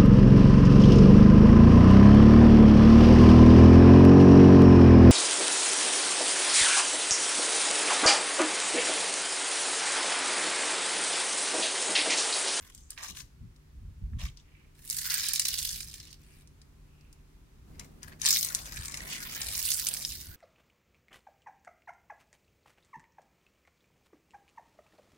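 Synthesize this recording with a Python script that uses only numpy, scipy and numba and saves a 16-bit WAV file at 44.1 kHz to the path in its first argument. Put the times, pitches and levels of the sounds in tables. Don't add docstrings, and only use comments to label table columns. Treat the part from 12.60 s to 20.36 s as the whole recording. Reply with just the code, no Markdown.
import sys
import numpy as np
from scipy import signal
from scipy.fft import rfft, irfft
from scipy.io import wavfile
from scipy.ndimage import uniform_filter1d
from numba import njit

SR = 44100
rng = np.random.default_rng(int(sys.argv[2]) if len(sys.argv) > 2 else 0)


def materialize(psi):
    bounded = np.clip(np.atleast_2d(psi).T, -1, 1)
    quanta = np.round(bounded * 32767).astype(np.int16)
    wavfile.write(sys.argv[1], SR, quanta)


N = 342216
TIME = np.arange(N) / SR


# (time [s], crunch level [dB],
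# coarse pieces [dB relative to crunch], fine splinters [dB relative to crunch])
LEAF_PILE = [(2.15, -71, -3, -5), (2.245, -64, -1, 5), (2.3, -49.5, -7.5, 4.5), (2.52, -35.5, -3.5, -5),
             (2.76, -37, -12, -9.5), (3.08, -38, -17, -4), (3.25, -51, -11.5, -3), (3.54, -57, -10.5, -13),
             (3.58, -91, 4, -12)]


def leaf_pile():
    return crunch(rolling_over(LEAF_PILE), per_s=2000, spread_db=3.0, cluster_db=4.0, cycles=2.2,
                  steady_s=0.052, hollow_db=-9)


FIRST_LEAF = [(5.585, -78, -4, -2), (5.605, -55, -1.5, -4), (5.66, -29, -7, -9), (5.75, -28.5, -19, -5.5),
              (5.82, -39, -16, 2.5), (5.89, -47.5, -0.5, 1), (5.98, -50.5, -1.5, -2)]


def first_leaf():
    return crunch(rolling_over(FIRST_LEAF), per_s=2200, spread_db=5.5, cluster_db=2.0, cycles=2.9,
                  steady_s=.019, hollow_db=-9.5)


LEAF_ROW = [(5.98, -51.5, -2, -3.5), (6.25, -50, -0.5, -1), (6.44, -54, 1.5, 1), (6.73, -46.5, -0.5, -3),
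            (6.9, -43, -4.5, 0), (7.13, -34.5, -16.5, 0), (7.22, -41, -7, -2), (7.53, -45, -14.5, -4),
            (7.76, -62, -1.5, 2)]


def leaf_row():
    return crunch(rolling_over(LEAF_ROW), per_s=1800, spread_db=4.0, cluster_db=3.0, cycles=2.2,
                  steady_s=0.07, hollow_db=-6.5, coarse_hz=2430, drift=.24)


# (start [s], hold [s], crunch level [dB],
# coarse pieces [dB relative], fine splinters [dB relative], left minus right [dB])
RUSTLES = [(3.6, .22, -70.5, -1, -0.5, 3), (5.15, .005, -71, 6, -7.5, 5), (5.2, 0.0083, -61, 11, -10, 6),
           (5.243, 0.0057, -63, 2, -1, 5), (5.433, 0.006, -59, 8.5, -1, 7), (5.48, 0.0076, -57.5, 5, 0, 5),
           (5.52, 0.0097, -59.5, 7, -13, 1)]


def stirred_leaves():
    return crunch(touches(RUSTLES), per_s=2000, spread_db=5.5, cluster_db=3.5, cycles=2.3,
                  steady_s=0.011, hollow_db=-7.5)


# (time [s],
# level [dB], middle pitch [Hz], left minus right [dB], splintering [dB relative to the snap])
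SNAPS = [(0.149, -26, 7500, 2, -8), (0.1782, -34, 8240, 1, -4), (0.3056, -16, 8800, 1, -23),
         (0.3774, -24, 2780, -7, -7), (0.436, -18.5, 6300, -2, -9), (0.6044, -28.5, 4630, 8, 1),
         (0.9616, -52, 5800, -1, 8.5), (1.532, -49, 1240, -3.5, 5.5), (1.773, -32, 5060, 3, -11),
         (2.3, -8.5, 8050, -8, -22), (2.308, -16, 6750, 5, 1), (2.328, -18, 7900, -12, -3),
         (2.3671, -12.5, 8700, -5, -4.5), (2.386, -16, 7200, -2, 6), (2.505, -10, 5860, -6, -10),
         (2.5418, -4.5, 8900, -7, -9.5), (2.6068, -11.5, 5250, 0, -9), (2.6402, -14, 4900, -1, -3),
         (2.6656, -12.5, 6500, -4, -4), (2.6859, -8.5, 7940, -10, -4), (2.7344, -4.5, 11100, -9, -16),
         (2.7507, -18, 8750, -5, 6), (2.759, -10, 6360, -5, 1.5), (2.7955, -7.5, 8550, -2, 7),
         (2.8529, -8, 6050, -5, 0), (2.8839, -7, 9700, -6, -3), (2.9409, -12.5, 5650, -7, 1),
         (2.9885, -15, 5650, -6, 4), (3.028, -18, 9400, -4, 5.5), (3.053, -17, 6900, 1, -4),
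         (3.092, -12, 6100, -3.5, -22), (3.2046, -24, 5700, -8, 5), (3.3404, -25, 5800, -3, 3),
         (3.4016, -24.5, 5300, 0, -10), (3.5288, -30.5, 5340, -7, 0), (3.8746, -37.5, 5980, -3, -13),
         (4.0164, -38.5, 4440, 2, 0), (4.41, -46, 5000, 0, -3), (4.5282, -39.5, 6500, -1, 3),
         (5.1957, -25, 6500, 4.5, 4), (5.4311, -21.5, 6160, 3, -11), (5.617, -12, 6360, 6, -5),
         (5.6592, -2.5, 7100, -10, -12), (5.665, -5.5, 5530, 15, -23), (5.6882, -0.5, 7660, -2, -18),
         (5.7067, -4, 6460, -7, 1.5), (5.7616, -7.5, 5370, -5, -5.5), (5.8289, -9, 6060, 6, -5),
         (5.848, -6.5, 7450, -2, -17), (5.8878, -15.5, 6430, 7, -22), (5.9491, -1.5, 6850, 0, -30),
         (6.123, -26.5, 5170, 11, -18), (6.17, -23.5, 5200, -7, 3.5), (6.2558, -22.5, 7200, -2, 5),
         (6.2824, -17, 6900, 2, -12), (6.3424, -19.5, 5560, 0, 1.5), (6.373, -16.5, 6350, -1, -10),
         (6.632, -23, 6450, 6, 1), (6.7495, -19.5, 6060, 5, 0), (6.8167, -14, 5200, 2, 1),
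         (6.952, -12.5, 5660, -2, -2.5), (7.055, -13, 8600, -17, -18), (7.1176, -5.5, 5760, -6.5, -4),
         (7.1442, -8.5, 8500, -7, -17), (7.1971, -9.5, 8000, -5, -5), (7.2687, -7, 6340, -4, -1),
         (7.2877, -4, 9000, -5, -14), (7.3392, -9, 8360, -6, -16), (7.45, -6.5, 5400, -2, -23),
         (7.5204, -20.5, 6760, -6, 0), (7.6105, -26, 8200, -7, -1)]


def snapping():
    return snaps(np.vstack([SNAPS, veins(LEAF_PILE), veins(LEAF_ROW)]))


# (frequency [Hz], level [dB])
LEAF_COLOUR = [(500, -1), (750, -5), (1050, -5), (1300, -6.5), (1700, -1.5), (2500, -2.5), (3300, -4.5),
               (5000, 0.5), (6500, 0), (9000, 3), (12000, 0.5), (15500, 2.5)]


def leaves():
    crunching = stirred_leaves() + leaf_pile() + first_leaf() + leaf_row()
    return colour(undb(-2.0) * crunching + undb(1.5) * snapping(), LEAF_COLOUR)


SQUEEZES = [(0.01, 0.1, -63.5, 2, 1.5, 0), (.11, 0.1, -67, -20, -4, -2), (.308, 0.018, -55.5, -5, -7, 0),
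            (.38, 0.06, -51.5, 2.5, -8, -2), (.43, .03, -44.5, -2.5, -5.5, -1),
            (.48, 0.026, -44.5, -7, -5, 5.5), (.558, .05, -48, -6, -2.5, 3.5),
            (1.597, 0.079, -48.5, -2.5, -9, -2), (1.777, .025, -62, -16, -21, 0)]
# (frequency [Hz], level [dB])
HUSK_COLOUR = [(600, 19), (850, -7), (1050, 3), (1400, -7.5), (1650, -3), (2400, -1.5), (3300, 0.5),
               (4500, -6), (6300, 1), (8500, -1), (15500, -2)]


def husk():
    rasp = crunch(touches(SQUEEZES), per_s=3800, spread_db=4.5, cluster_db=5.0, cycles=2.7,
                  steady_s=0.02, hollow_db=-6.5)
    return colour(undb(-2.0) * rasp, HUSK_COLOUR)


def crunch(contact, per_s, spread_db, cluster_db, cycles, steady_s, hollow_db, coarse_hz=2100, drift=.18):
    load, coarse_db, fine_db, pan_db = contact
    count = int(per_s * N / SR)
    chance = rng.random((count, 2))
    at = (chance[:, 0] * (N - 1)).astype(int)
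    pressed = load[at] > 1e-5
    start = chance[pressed, 0] * (N - 1) / SR
    at = at[pressed]
    strength_db = spread_db * np.minimum(-np.log(chance[pressed, 1]), 4)
    size = undb(strength_db + cluster_db * walk(260)[at])
    # (pitch [Hz], band from [Hz], band to [Hz], level [dB])
    pieces = ((1245, 950, 1650, coarse_db + hollow_db),
              (coarse_hz, 1500, 3600, coarse_db),
              (4999, 2697.5, 8039.5, 0),
              (11000, 5760, 17000, fine_db))
    out = 0
    for hz, lo_hz, hi_hz, db in pieces:
        own = rng.standard_normal((count, 3))[pressed].T
        pitch = hz * np.exp(0.26 * own[0] + drift * walk(25)[at])
        ring = fractures(start, pitch, cycles, size * undb(2.2 * own[1]), pan_db[at] + 5.4 * own[2])
        out = out + steady(band(ring, lo_hz, hi_hz), steady_s) * load * undb(db)
    return out


def snaps(table, cycles=1.25, rise=0.63, splinter_s=.0025, lead_db=-16, count=12):
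    s, db, hz, pan_db, splinter_db = np.transpose(table)
    lead_s, step_s = .001, .00015
    early = s - lead_s * rng.random(len(s))
    out = fractures(early, hz, cycles, undb(db + lead_db), pan_db, rise=rise)
    for step, (ratio, step_db) in enumerate(((1.51, -8.5), (1, -1.0), (0.56, -12.5))):
        tear = s + (step - 1) * step_s
        out = out + fractures(tear, hz * ratio, cycles, undb(db + step_db), pan_db,
                              scatter_ms=0.032, rise=rise)
    for _ in range(count):
        own = rng.standard_normal((len(s), 3)).T
        late = s + splinter_s * np.abs(own[0])
        size = undb(db + splinter_db + 0.5 * own[2]) / np.sqrt(count)
        out = out + fractures(late, hz * np.exp(0.44 * own[1]), cycles, size, pan_db, rise=0.41)
    return band(out, 1060, 18900)


def veins(table, per_s=22, over_load_db=15, spread_db=3, hz=7000, splinter_db=-3):
    load, _, _, pan_db = rolling_over(table)
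    begin, end = table[0][0], table[-1][0]
    own = rng.standard_normal((int(per_s * (end - begin)), 4)).T
    s = rng.uniform(begin, end, own.shape[1])
    at = np.minimum((s * SR).astype(int), N - 1)
    db = 20 * np.log10(load[at] + 1e-9) + over_load_db + spread_db * own[0]
    pitch = hz * np.exp(0.32 * own[1])
    return np.transpose([s, db, pitch, pan_db[at] + 4 * own[2], splinter_db + 4 * own[3]])


def touches(table, attack_s=.008, release_s=0.011):
    gains = []
    for s, hold_s, db, *_ in table:
        before = np.maximum(s - TIME, 0) / attack_s
        after = np.maximum(TIME - s - hold_s, 0) / release_s
        gains.append(undb(db) * np.exp(-np.minimum(before + after, 20)))
    gains = np.array(gains)
    coarse_db, fine_db, pan_db = np.array(table)[gains.argmax(0), 3:].T
    return gains.max(0), coarse_db, fine_db, pan_db


# (time [s], lead of the left port [ms])
BEARING = [(0, 0.1), (3.6, 0.0053), (5.1, 0.38), (6.3, 0.36), (6.8, 0.093), (7.2, -0.0021), (7.76, -0.038)]
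PAN_AHEAD_DB, PAN_DB_PER_MS = -2.5, 11.5


def rolling_over(table):
    level_db, coarse_db, fine_db = curves(table)
    contact = (TIME > table[0][0]) & (TIME < table[-1][0])
    pan_db = PAN_AHEAD_DB + PAN_DB_PER_MS * curves(BEARING)[0]
    return undb(level_db) * contact, coarse_db, fine_db, pan_db


def fractures(start, hz, cycles, size, pan_db, scatter_ms=0.058, rise=.2):
    lead_ms = np.interp(start, *np.transpose(BEARING)) + scatter_ms * rng.standard_normal(len(start))
    lead = lead_ms / 1000
    hz = np.minimum(hz, SR / 3)
    return np.array([grains(start - side * lead / 2, hz, cycles + 0 * hz,
                            size * undb(side * pan_db / 2), max(rise, .01)) for side in (1, -1)])


@njit
def grains(start, hz, cycles, size, rise):
    out = np.zeros(N)
    for k in range(len(start)):
        first = start[k] * SR
        last = first + 6 * cycles[k] * SR / hz[k]
        for i in range(max(int(first) + 1, 0), min(int(last), N)):
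            turn = (i - first) * hz[k] / SR
            envelope = min(turn / rise, 1.) * np.exp(-turn / cycles[k])
            out[i] += size[k] * envelope * np.sin(2 * np.pi * turn)
    return out


# (time [s], half length [s], level [dB], middle of the band [Hz], width [Hz])
SCUFFS = [(0.207, 0.079, -66, 7000, 2200), (0.435, 0.036, -57, 1080, 600), (1.687, .008, -58, 3020, 900),
          (1.967, 0.13, -71.5, 2360, 910), (3.722, 0.13, -74, 2570, 600), (4.423, 0.15, -78, 2660, 400),
          (6.542, 0.042, -45, 2640, 1400), (6.53, 0.04, -43.5, 6300, 4500), (7.733, 0.051, -63, 1595, 220)]


def scuffs_and_squeaks(flutter_db=3):
    out = 0
    for s, half_s, db, hz, width_hz in SCUFFS:
        rub = rng.standard_normal((2, N)) * undb(flutter_db * walk(500))
        hiss = unit(band(rub, hz - width_hz / 2, hz + width_hz / 2, order=2))
        out = out + hiss * swell(s, half_s, db)
    return out


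# (time [s], rumble level [dB])
ROLL = [(0, -67), (.38, -84), (.52, -58), (.7, -74.5), (2.8, -68.5), (5.02, -69.5), (5.1, -57), (5.7, -60),
        (6.25, -62), (6.5, -54), (6.94, -59.5), (7.08, -69), (7.39, -62.5), (7.76, -62)]
# (time [s], half length [s], level [dB])
GRINDS = [(.43, .05, -72), (2.56, .05, -72.5), (5.23, .04, -66), (5.52, 0.06, -65.5), (6.02, 0.19, -60.5),
          (6.45, 0.14, -58.5), (6.86, .16, -59), (7.17, 0.083, -68), (7.35, 0.082, -58.5)]
# (frequency [Hz], level [dB])
RUMBLE_COLOUR = [(80, -9), (150, 3.5), (220, 4), (330, -4.5), (450, -9.5), (800, -38)]
GRIT_COLOUR = [(250, -28), (450, -1), (650, 3.5), (850, -2), (1200, -3.5), (2500, -14), (6000, -17)]


def tread(grit_db=1.8, grind_share_db=-13):
    rumble_db = curves(ROLL)[0]
    rumble = air(RUMBLE_COLOUR, 299) * undb(rumble_db - 1.0)
    grit = steady(air(GRIT_COLOUR, 300) * undb(grit_db * walk(120)), 0.084)
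    return rumble + grit * undb(1.0) * swells(GRINDS, rumble_db + grind_share_db)


# (time [s], half length [s], level [dB])
GUSTS = [(.2, .07, -52.5), (.6, 0.17, -54.5), (.85, 0.053, -38.5), (1.27, 0.14, -42), (1.53, 0.089, -30),
         (1.66, 0.036, -32), (3.12, 0.31, -50.5), (5.15, 0.18, -51), (5.52, 0.054, -47.5),
         (6.16, 0.12, -43.5), (6.37, 0.1, -47.5), (6.92, 0.12, -47.5), (7.65, 0.29, -49)]
# (frequency [Hz], level [dB])
WIND_COLOUR = [(14, -30), (25, -5.5), (45, 5), (70, 4), (110, -3.5), (160, -9), (220, -18.5), (300, -35.5),
               (500, -62), (1100, -100)]


def wind(breeze_db=-58.5, breeze_swing_db=1.5, buffet_db=4.0):
    strength = swells(GUSTS, breeze_db + breeze_swing_db * walk(8.2))
    return steady(air(WIND_COLOUR, 450) * undb(buffet_db * walk(35)), 0.16) * strength


# (frequency [Hz], level [dB relative])
HUM = [(86, -3.5), (148.5, 0), (297, -13), (381, -14.5)]
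# (time [s], level [dB])
HUM_LEVEL = [(0, -71.5), (1, -67), (2, -67.5), (2.5, -63), (3.3, -63), (4, -66), (4.9, -67), (5.5, -57.5),
             (6.5, -59), (7.76, -63.5)]


def low_hum():
    hum = 0
    for hz, db in HUM:
        phase = 2 * np.pi * np.cumsum(hz + 3 * walk(14)) / SR
        hum = hum + undb(db - 0.5 + 2 * walk(4.6)) * np.sqrt(2) * np.sin(phase)
    return hum * undb(curves(HUM_LEVEL)[0])


# (frequency [Hz], level [dB])
YARD_COLOUR = [(12, -39), (20, 1.5), (44, 8), (120, -24), (150, -2), (172, -25), (234, -9.5), (328, -16.5),
               (377, -16), (660, -28.5), (949, -24), (2670, -29), (2990, -30.5), (6360, -33.5),
               (16000, -40.5)]


def yard_air(level_db=-60.5):
    return air(YARD_COLOUR, 386) * undb(level_db + 0.63 * walk(0.43))


def echoes(x, db, t60, delay, turns_per_s=1.7):
    t = np.arange(int(SR * (t60 + delay))) / SR
    out = x
    angle = 2 * np.pi * turns_per_s * TIME
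    for share in (np.cos(angle), np.sin(angle)):
        tail = rng.standard_normal((2, len(t))) * np.exp(-np.log(1000) * t / t60) * (t > delay)
        tail /= np.sqrt(np.sum(tail ** 2, axis=1, keepdims=True))
        out = out + undb(db) * signal.oaconvolve(x * share, tail, axes=1)[:, :N]
    return out


def undb(db):
    return 10 ** (np.asarray(db) / 20)


def curves(table):
    s, *columns = np.transpose(table)
    return [np.interp(TIME, s, c) for c in columns]


def swell(s, half_s, db):
    return undb(db) * np.exp(-((TIME - s) / half_s) ** 2)


def swells(table, base_db):
    return np.sqrt(undb(base_db) ** 2 + sum(swell(*row) ** 2 for row in table))


def walk(rate):
    knots = np.arange(0, N / SR + 1, 1 / rate)
    return np.interp(TIME, knots, rng.standard_normal(len(knots)))


def unit(x):
    return x / np.sqrt(np.mean(x.mean(0) ** 2))


def steady(x, seconds):
    width = int(seconds * SR)
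    power = uniform_filter1d(uniform_filter1d(x.mean(0) ** 2, width), width)
    return x / np.sqrt(np.abs(power) + 1e-9)


def band(x, lo_hz, hi_hz, order=3):
    sos = signal.butter(order, [lo_hz, min(hi_hz, SR / 2 - 100)], "band", fs=SR, output="sos")
    return signal.sosfilt(sos, x + 1e-18)


def colour(x, points):
    hz, db = np.transpose(points)
    freq = np.maximum(np.fft.rfftfreq(N, 1 / SR), 1)
    return irfft(rfft(x) * undb(np.interp(np.log(freq), np.log(hz), db)), N)


def air(points, apart_hz):
    mid, side = rng.standard_normal((2, N))
    side = signal.sosfilt(signal.butter(1, apart_hz, "high", fs=SR, output="sos"), side)
    return unit(colour(np.array([mid + side, mid - side]), points))


def scene():
    close = husk() + leaves() + scuffs_and_squeaks()
    near = echoes(close, db=-4.0, t60=.04, delay=.0006)
    answered = echoes(near, db=-14.0, t60=0.3, delay=.008)
    return answered + tread() + undb(-1.0) * wind() + yard_air() + low_hum()


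# (frequency [Hz], left minus right [dB])
PORTS = [(300, 0), (650, 1.5), (1200, 2.5), (2300, -4.5), (4300, 2.5), (8000, 1.5), (15000, -5)]


def record(dry):
    ports = np.array([colour(x, [(hz, side * db / 2) for hz, db in PORTS])
                      for x, side in zip(dry, (1, -1))])
    rounded = .75 * np.tanh(ports / .75)
    treble_cut = signal.ellip(10, .2, 80, 15800, fs=SR, output="sos")
    return signal.sosfilt(treble_cut, rounded)


dry = scene()
out = record(dry)
materialize(out)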